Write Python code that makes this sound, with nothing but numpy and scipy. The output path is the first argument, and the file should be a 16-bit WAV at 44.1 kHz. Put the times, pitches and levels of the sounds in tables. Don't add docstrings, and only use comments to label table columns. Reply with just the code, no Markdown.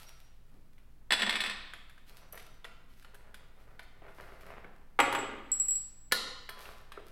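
import sys
import numpy as np
from scipy import signal
from scipy.fft import rfft, irfft, next_fast_len
from scipy.io import wavfile
from scipy.ndimage import uniform_filter1d

SR = 44100
rng = np.random.default_rng(int(sys.argv[2]) if len(sys.argv) > 2 else 0)


def wrap_up_sound(samples):
    columns = np.atleast_2d(samples).T
    tamed = np.clip(columns, -1, 1)
    steps = np.round(tamed * 32767).astype(np.int16)
    wavfile.write(sys.argv[1], SR, steps)


N = 313551

# start in seconds, relative level in dB, tilt in dB per octave.
FLANGE_HITS = [(4.9895, -12, -1.5), (4.9985, -18, 1.5), (5.001, -14, 2), (5.125, -27, 5),
               (5.1487, -20.5, 1.5)]
# frequency in Hz, relative density in dB per Hz.
FLANGE_SPECTRUM = [(90, -47.5), (180, -40), (255, -11.5), (320, -6), (400, -4.5), (540, -2.5), (650, -3),
                   (790, -1.5), (920, -10.5), (1100, 3), (1450, 0), (2000, -2.5), (3100, -8.5),
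                   (4600, -23.5), (6500, -29), (11000, -28.5), (15500, -41)]
# frequency in Hz, relative level in dB, 60 dB decay time in seconds.
FLANGE_MODES = [(114.9, -39, 0.88), (259.2, -26, .3), (283.3, -27, 0.44), (323.5, -23, 0.24),
                (444, -24, 0.23), (550, -24.5, 0.4), (826, -10.5, 0.099), (922, -1.5, 0.042),
                (1423, -14, 0.12), (1860, -30, 0.055)]
JUDDER_START_S, JUDDER_GAP_S, JUDDER_TILT_DB_PER_OCTAVE = 5.026, .051, -13.5
JUDDER_RELATIVE_DB, JUDDER_FADE_DB_PER_S = -25.5, 15.5


def flange_clang(hall):
    hits = list(FLANGE_HITS)
    for delay in JUDDER_GAP_S * np.arange(7):
        level_db = JUDDER_RELATIVE_DB - JUDDER_FADE_DB_PER_S * delay
        hits.append((JUDDER_START_S + delay, level_db, JUDDER_TILT_DB_PER_OCTAVE))
    return blows(hits, FLANGE_SPECTRUM, FLANGE_MODES, hall, crack_t60=0.045, crack_db=-2.5,
                 crack_wet_db=-2.0, modes_db=-2.5, modes_wet_db=-5.0)


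# start in seconds, relative level in dB, treble tilt in dB per octave.
SPANNER_HITS = [(1.1064, -19, -2), (1.121, -12.5, 0.5), (1.194, -22, -2), (1.2192, -17.5, -2),
                (1.2643, -22.5, -3.5), (1.294, -19.5, 0), (1.326, -24.5, -2), (1.355, -21.5, -1),
                (1.4041, -22, 1), (1.4375, -23.5, -1.5), (1.461, -26.5, -0.5), (1.496, -26, -1)]
# frequency in Hz, relative density in dB per Hz.
SPANNER_SPECTRUM = [(140, -43), (200, -11), (300, -16), (700, -11.5), (1100, -7), (1900, -5), (3000, -2.5),
                    (3800, -3.5), (5200, -10.5), (6700, -27), (8800, -15), (11000, -22.5), (15500, -34)]
# frequency in Hz, relative level in dB, 60 dB decay time in seconds.
SPANNER_MODES = [(1067, -22.5, 0.11), (1817, 4, 0.014), (1830, -21, 0.42), (2154, -7, 0.042),
                 (2584, -8.5, 0.037), (3430, -16, 0.18), (3460, -3.5, 0.038), (3890, -17, 0.081),
                 (4220, -19, 0.1)]
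REBOUND_MEAN_S, REBOUND_LOSS_DB, REBOUND_DULL_DB_PER_OCTAVE = .0115, 3.5, 2


def spanner_clatter(hall):
    hits = list(SPANNER_HITS)
    for s, db, tilt_db in SPANNER_HITS:
        second_s = s + REBOUND_MEAN_S * rng.uniform(.85, 1.15)
        hits.append((second_s, db - REBOUND_LOSS_DB, tilt_db - REBOUND_DULL_DB_PER_OCTAVE))
    return blows(hits, SPANNER_SPECTRUM, SPANNER_MODES, hall, crack_t60=0.051, crack_db=-6,
                 crack_wet_db=-3.5, modes_db=-4.0, modes_wet_db=-7)


# start in seconds, relative level in dB, treble tilt in dB per octave.
FITTING_HITS = [(6.114, -36.5, -6.5), (6.121, -16, 3), (6.1225, -18, -2.1), (6.49, -34.5, -3),
                (6.4935, -39, 7.5)]
# frequency in Hz, relative density in dB per Hz.
FITTING_SPECTRUM = [(180, -18), (350, -8.5), (580, -2), (900, -2.5), (1300, 0), (1850, 1), (2700, -3),
                    (3900, 1.5), (5200, -3), (6800, -14.5), (11000, -9.5), (15500, -19.5)]
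# frequency in Hz, relative level in dB, 60 dB decay time in seconds.
FITTING_MODES = [(1450, -11, 0.18), (1730, 0.5, 0.068), (2090, 8, 0.015), (3940, -23, 0.48),
                 (4200, -34, 0.82), (4800, -36, 0.37), (8560, -22, 0.11), (11400, -16.5, 0.081)]


def fitting_drop(hall):
    return blows(FITTING_HITS, FITTING_SPECTRUM, FITTING_MODES, hall, crack_t60=0.031, crack_db=-2.0,
                 crack_wet_db=-2.0, modes_db=-7.0, modes_wet_db=-20)


def fitting_shimmer(level_db, centre_hz, spread_hz, t60, count):
    out = np.zeros(N)
    hardest_s = max(FITTING_HITS, key=lambda hit: hit[1])[0]
    mode_gain = from_db(level_db) / np.sqrt(count)
    for offset in np.linspace(-1, 1, count) + rng.standard_normal(count) / count:
        sign = rng.choice([-1, 1])
        add(out, hardest_s, sign * mode_gain * ring(centre_hz + spread_hz * offset, t60))
    return out


# start in seconds, ring level in dB.
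PINGS = [(5.001, -33), (5.152, -41.5), (5.187, -37.5), (5.5172, -21), (5.599, -20.5), (5.652, -30),
         (5.6836, -21.5), (5.708, -20.5), (5.755, -24.5)]
PING_HZ, PING_T60_S = 7728, 0.29
PING_CLICK_DB = -9.5
PING_JOLT_DB = -22


def pings(hall, click_t60):
    swing, clicks = np.zeros((2, N))
    decay = fade(clock(), PING_T60_S)
    click_spectrum = [(2000, -11), (4000, -8.5), (9000, -1.0), (12500, -1), (15500, -15.5)]
    jolts = [(s, db + PING_JOLT_DB) for s, db, _ in SPANNER_HITS]
    for s, db in list(PINGS) + jolts:
        start = round(s * SR)
        swing[start:] = np.maximum(swing[start:], from_db(db) * decay[:N - start])
        add(clicks, s, from_db(db + PING_CLICK_DB) * crack(click_spectrum, click_t60))
    phase = 2 * np.pi * PING_HZ * clock() + .25 * drift(60)
    tone = uniform_filter1d(swing, size=70) * np.sin(phase)
    return in_hall(tone, hall, wet_db=-9.5) + in_hall(clicks, hall, wet_db=-3)


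# start in seconds, level in dB, treble tilt in dB per octave, ring frequency in Hz.
TICKS = [(0.78, -60, 0, 2120), (1.735, -39.5, 1, 1547), (1.978, -53.5, 0.5, 1560),
         (2.325, -43.5, 15.5, 12500), (2.33, -48.5, -3, 597), (2.353, -50.5, 17, 12950),
         (2.375, -44.5, 4.5, 1900), (2.396, -50.5, 4, 2020), (2.644, -42, 1, 3450), (2.65, -41, -0.5, 1900),
         (3.046, -49, 1, 1405), (3.144, -53, 9.5, 1560), (3.343, -44, 3.5, 1530), (3.793, -42, 0.5, 1520),
         (4.019, -44.5, -7.5, 678), (4.183, -44.5, -5, 686), (4.643, -46, -5.5, 1522),
         (4.645, -46.5, -7, 2230), (6.655, -44, -0.5, 2730), (6.919, -42.5, 2, 1140),
         (6.975, -38, -10, 1330)]
# frequency in Hz, relative density in dB per Hz.
TICK_SPECTRUM = [(150, -1.5), (400, 5), (900, 4.5), (1700, 8.5), (3500, 2.5), (6000, -13.5), (12000, -12.5),
                 (15500, -30)]
TICK_RING_DB, TICK_LOW_CUT_HZ = 5, 280


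def ticks(hall, crack_t60, ring_t60, crack_wet_db, ring_wet_db):
    cracks, rings = np.zeros((2, N))
    for s, db, tilt_db, hz in list(TICKS) + faint_ticks(count=6):
        add(cracks, s, from_db(db) * crack(TICK_SPECTRUM, crack_t60, tilt_db))
        add(rings, s, from_db(db + TICK_RING_DB) * ring(hz, ring_t60))
    low_cut = signal.butter(2, TICK_LOW_CUT_HZ, "high", fs=SR, output="sos")
    cracks = signal.sosfilt(low_cut, cracks + 1e-18)
    return in_hall(cracks, hall, crack_wet_db) + in_hall(rings, hall, ring_wet_db)


GRIP_START_S, GRIP_END_S = 1.7, 4.6
FAINT_TICK_DB, FAINT_SPREAD_DB, FAINT_TILT_DB_PER_OCTAVE, FAINT_RING_HZ = -56.5, 2.5, 6.5, 1600


def faint_ticks(count):
    slot = (GRIP_END_S - GRIP_START_S) / count
    rows = []
    for k in range(count):
        s = GRIP_START_S + slot * (k + rng.random())
        db = FAINT_TICK_DB + FAINT_SPREAD_DB * rng.uniform(-0.59, 1)
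        rows.append((s, db, FAINT_TILT_DB_PER_OCTAVE, FAINT_RING_HZ * rng.uniform(0.88, 1.058)))
    return rows


# start in seconds, frequency in Hz, level in dB.
CHIMES = [(0.003, 1317, -60), (0.067, 5690, -58), (2.213, 5860, -72.5), (2.325, 5920, -60.5),
          (5.808, 5500, -69.5)]
CHIME_T60_S = 0.25
# frequency in Hz, level in dB, 60 dB decay time in seconds.
SETTLE_MODES = [(1016, -54.5, 0.86), (1152, -62.5, 0.98), (1310, -52, 0.45), (3320, -57, 0.38)]
SETTLE_S = 6.494


def chimes():
    out = np.zeros(N)
    for s, hz, db in CHIMES:
        add(out, s, from_db(db) * ring(hz, CHIME_T60_S))
    for hz, db, t60 in SETTLE_MODES:
        add(out, SETTLE_S, from_db(db) * ring(hz, t60))
    return out


# start in seconds, hold in seconds, level in dB.
SLIDES = [(0, 0.12, -67.5), (2.09, 0.16, -67.5), (2.32, 0.033, -56.5), (3.05, 1, -69),
          (4.015, 0.051, -55.5), (4.175, 0.11, -53), (4.32, 0.1, -58.5), (4.42, 0.15, -56.5),
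          (6.55, 0.19, -60), (6.93, 0.033, -56)]
# frequency in Hz, relative density in dB per Hz.
SLIDE_SPECTRUM = [(90, -4), (180, -5.5), (290, -11), (400, 1), (650, 0), (900, -3.5), (1350, -2.5),
                  (2200, -8), (3500, -21.5), (7000, -44), (15000, -46)]


def metal_slides():
    level = strokes(SLIDES, attack_s=0.0061, release_s=0.35, rest_db=-82)
    return friction(level, SLIDE_SPECTRUM, grains_per_s=180, grain_db=2.5, smooth_db=-5.5, jerk_db=4.5)


# start in seconds, hold in seconds, level in dB.
RUSTLES = [(-.04, 0.064, -55.5), (.42, .15, -80), (2.06, 0.081, -64.5), (2.32, 0.041, -59.5),
           (2.88, 0.037, -64.5), (3.55, 0.093, -70), (4.07, 0.38, -65.5), (6.57, 0.07, -56.5),
           (7.03, 0.057, -65.5)]
# frequency in Hz, relative density in dB per Hz.
RUSTLE_SPECTRUM = [(1000, 2), (2500, 3.5), (4500, 2), (7000, -6), (13000, -1.5), (15500, -11)]


def sleeve_rustles():
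    level = strokes(RUSTLES, attack_s=0.035, release_s=0.57, rest_db=-85.5)
    return friction(level, RUSTLE_SPECTRUM, grains_per_s=340, grain_db=8, smooth_db=0.5, jerk_db=4.0)


# time in seconds, level in dB.
STEP_LEVEL = [(.48, -78), (.52, -69), (.555, -61), (.61, -68), (.72, -73)]


def footfall():
    spectrum = [(150, -12.0), (220, -1.0), (310, -9.0), (450, -15.5), (2000, -36.5), (8000, -63.0)]
    return level_curve(STEP_LEVEL) * colour(rng.standard_normal(N), spectrum)


# frequency in Hz, level in dB rms.
HUM = [(12.65, -52), (25.3, -66), (50, -66), (100, -80), (150, -76)]
# frequency in Hz, relative density in dB per Hz.
AIR_SPECTRUM = [(22, -1), (29, -1.5), (38, -6), (54, -4), (64, -11.5), (85, -14.5), (112, -10), (200, -26),
                (400, -31), (1000, -32), (3000, -40.5), (6000, -45.5), (15500, -45)]
AIR_DB = -62


def workshop():
    hum = np.zeros(N)
    for hz, db in HUM:
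        hum += from_db(db) * np.sqrt(2) * np.sin(2 * np.pi * (hz * clock() + rng.random()))
    air = colour(rng.standard_normal(N + SR), AIR_SPECTRUM)[SR:]
    return hum + from_db(AIR_DB) * rms_one(air)


# frequency in Hz, 60 dB decay time in seconds.
HALL_T60 = [(100, 1), (400, 0.8), (1000, 0.99), (3500, 0.92), (8000, 0.66), (15000, 0.13)]


def hall_response(near_db, near_t60, build_s):
    t = np.arange(3 * SR // 2) / SR
    white = rfft(rng.standard_normal(len(t)))
    hz = np.arange(len(t) // 2 + 1) * SR / len(t)
    edges = np.r_[0, np.geomspace(300, SR / 2, 28)]
    tail = np.zeros(len(t))
    for low, high in zip(edges, edges[1:]):
        band = irfft(white * ((hz >= low) & (hz < high)), len(t))
        tail += band * fade(t, at_hz(HALL_T60, (low + high) / 2))
    scatter = from_db(near_db) * rng.standard_normal(len(t)) * fade(t, near_t60)
    response = (tail + scatter) * (1 - np.exp(-t / build_s))
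    return response / np.linalg.norm(response)


def in_hall(x, response, wet_db):
    wet = rms_one(signal.fftconvolve(x, response)[:N])
    return x + from_db(wet_db) * np.std(x) * wet


def blows(hits, spectrum, modes, hall, crack_t60, crack_db, crack_wet_db, modes_db, modes_wet_db):
    cracks, rings = np.zeros((2, N))
    centre_hz = np.exp(np.mean(np.log(np.array(modes)[:, 0])))
    for s, db, tilt_db in hits:
        add(cracks, s, from_db(db + crack_db) * crack(spectrum, crack_t60, tilt_db))
        for hz, mode_db, t60 in modes:
            contact_point = rng.choice([-1, 1]) * from_db(1.5 * rng.standard_normal())
            tilt = tilt_db * np.log2(max(hz / centre_hz, 1))
            add(rings, s, contact_point * from_db(db + modes_db + mode_db + tilt) * ring(hz, t60))
    return in_hall(cracks, hall, crack_wet_db) + in_hall(rings, hall, modes_wet_db)


def ring(hz, t60):
    t = np.arange(int(1.2 * t60 * SR) + 2) / SR
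    return np.sin(2 * np.pi * hz * t) * fade(t, t60) * (1 - np.exp(-hz * t))


def crack(spectrum, t60, tilt_db=0):
    t = np.arange(SR // 5) / SR
    rise = 1 - np.exp(-(t + 1 / SR) / (t60 / 50))
    return colour(rng.choice([-1, 1], len(t)) * fade(t, t60) * rise, spectrum, tilt_db)


def friction(level, spectrum, grains_per_s, grain_db, smooth_db, jerk_db):
    hits = rng.random(N) < grains_per_s / SR
    sizes = from_db(grain_db * np.minimum(rng.exponential(1, N), 4))
    catches = rms_one(hits * sizes * rng.choice([-1, 1], N))
    rubbing = from_db(smooth_db) * rng.standard_normal(N)
    force = (catches + rubbing) * from_db(jerk_db * drift(45))
    return level * colour(rms_one(force), spectrum)


def strokes(rows, attack_s, release_s, rest_db):
    t, power = clock(), from_db(rest_db) ** 2
    for start, hold, db in rows:
        swell = np.clip((t - start) / attack_s, 0, 1)
        release = fade(np.maximum(t - start - hold, 0), release_s)
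        power = power + (from_db(db) * swell * release) ** 2
    return np.sqrt(power)


def colour(x, spectrum, tilt_db=0):
    size = 2 * next_fast_len(len(x) // 2 + 2048)
    hz = np.arange(size // 2 + 1) * SR / size + 1
    lowest_hz = spectrum[0][0]
    tilt = tilt_db * np.log2(np.maximum(hz, lowest_hz))
    gain = from_db(at_hz(spectrum, hz) + tilt) / np.sqrt(1 + (.5 * lowest_hz / hz) ** 4)
    cepstrum = irfft(np.log(rms_one(gain) + 1e-6))
    cepstrum[1:size // 2] *= 2
    cepstrum[size // 2 + 1:] = 0
    return irfft(rfft(x, size) * np.exp(rfft(cepstrum)))[:len(x)]


def drift(rate):
    return np.interp(clock() * rate, np.arange(N // 20), rng.standard_normal(N // 20))


def from_db(db):
    return 10 ** (np.asarray(db) / 20)


def rms_one(x):
    return x / np.sqrt(np.mean(x ** 2) + 1e-20)


def clock():
    return np.arange(N) / SR


def level_curve(rows):
    return from_db(np.interp(clock(), *np.transpose(rows)))


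def at_hz(points, hz):
    f, value = np.transpose(points)
    return np.interp(np.log(hz + 1), np.log(f), value)


def fade(t, t60):
    return np.exp(-np.log(1000) * t / t60)


def add(out, s, sound):
    start = max(round(s * SR), 0)
    out[start:start + len(sound)] += sound[:N - start]


def scene():
    hall = hall_response(near_db=1, near_t60=0.11, build_s=0.0061)
    struck = flange_clang(hall) + spanner_clatter(hall) + fitting_drop(hall)
    small_parts = pings(hall, click_t60=0.0063)
    handling = ticks(hall, crack_t60=0.041, ring_t60=0.022, crack_wet_db=-1.5, ring_wet_db=-13.5)
    thin_rings = fitting_shimmer(level_db=-36.5, centre_hz=3970, spread_hz=280, t60=0.47, count=22) + chimes()
    movement = in_hall(metal_slides() + sleeve_rustles() + thin_rings, hall, wet_db=-1.0)
    mono = struck + small_parts + handling + movement + footfall() + workshop()
    return np.array([mono, mono])


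def record(dry):
    low_pass = signal.ellip(10, .1, 90, 15900, fs=SR, output="sos")
    return signal.sosfilt(low_pass, dry)


dry = scene()
out = record(dry)
wrap_up_sound(out)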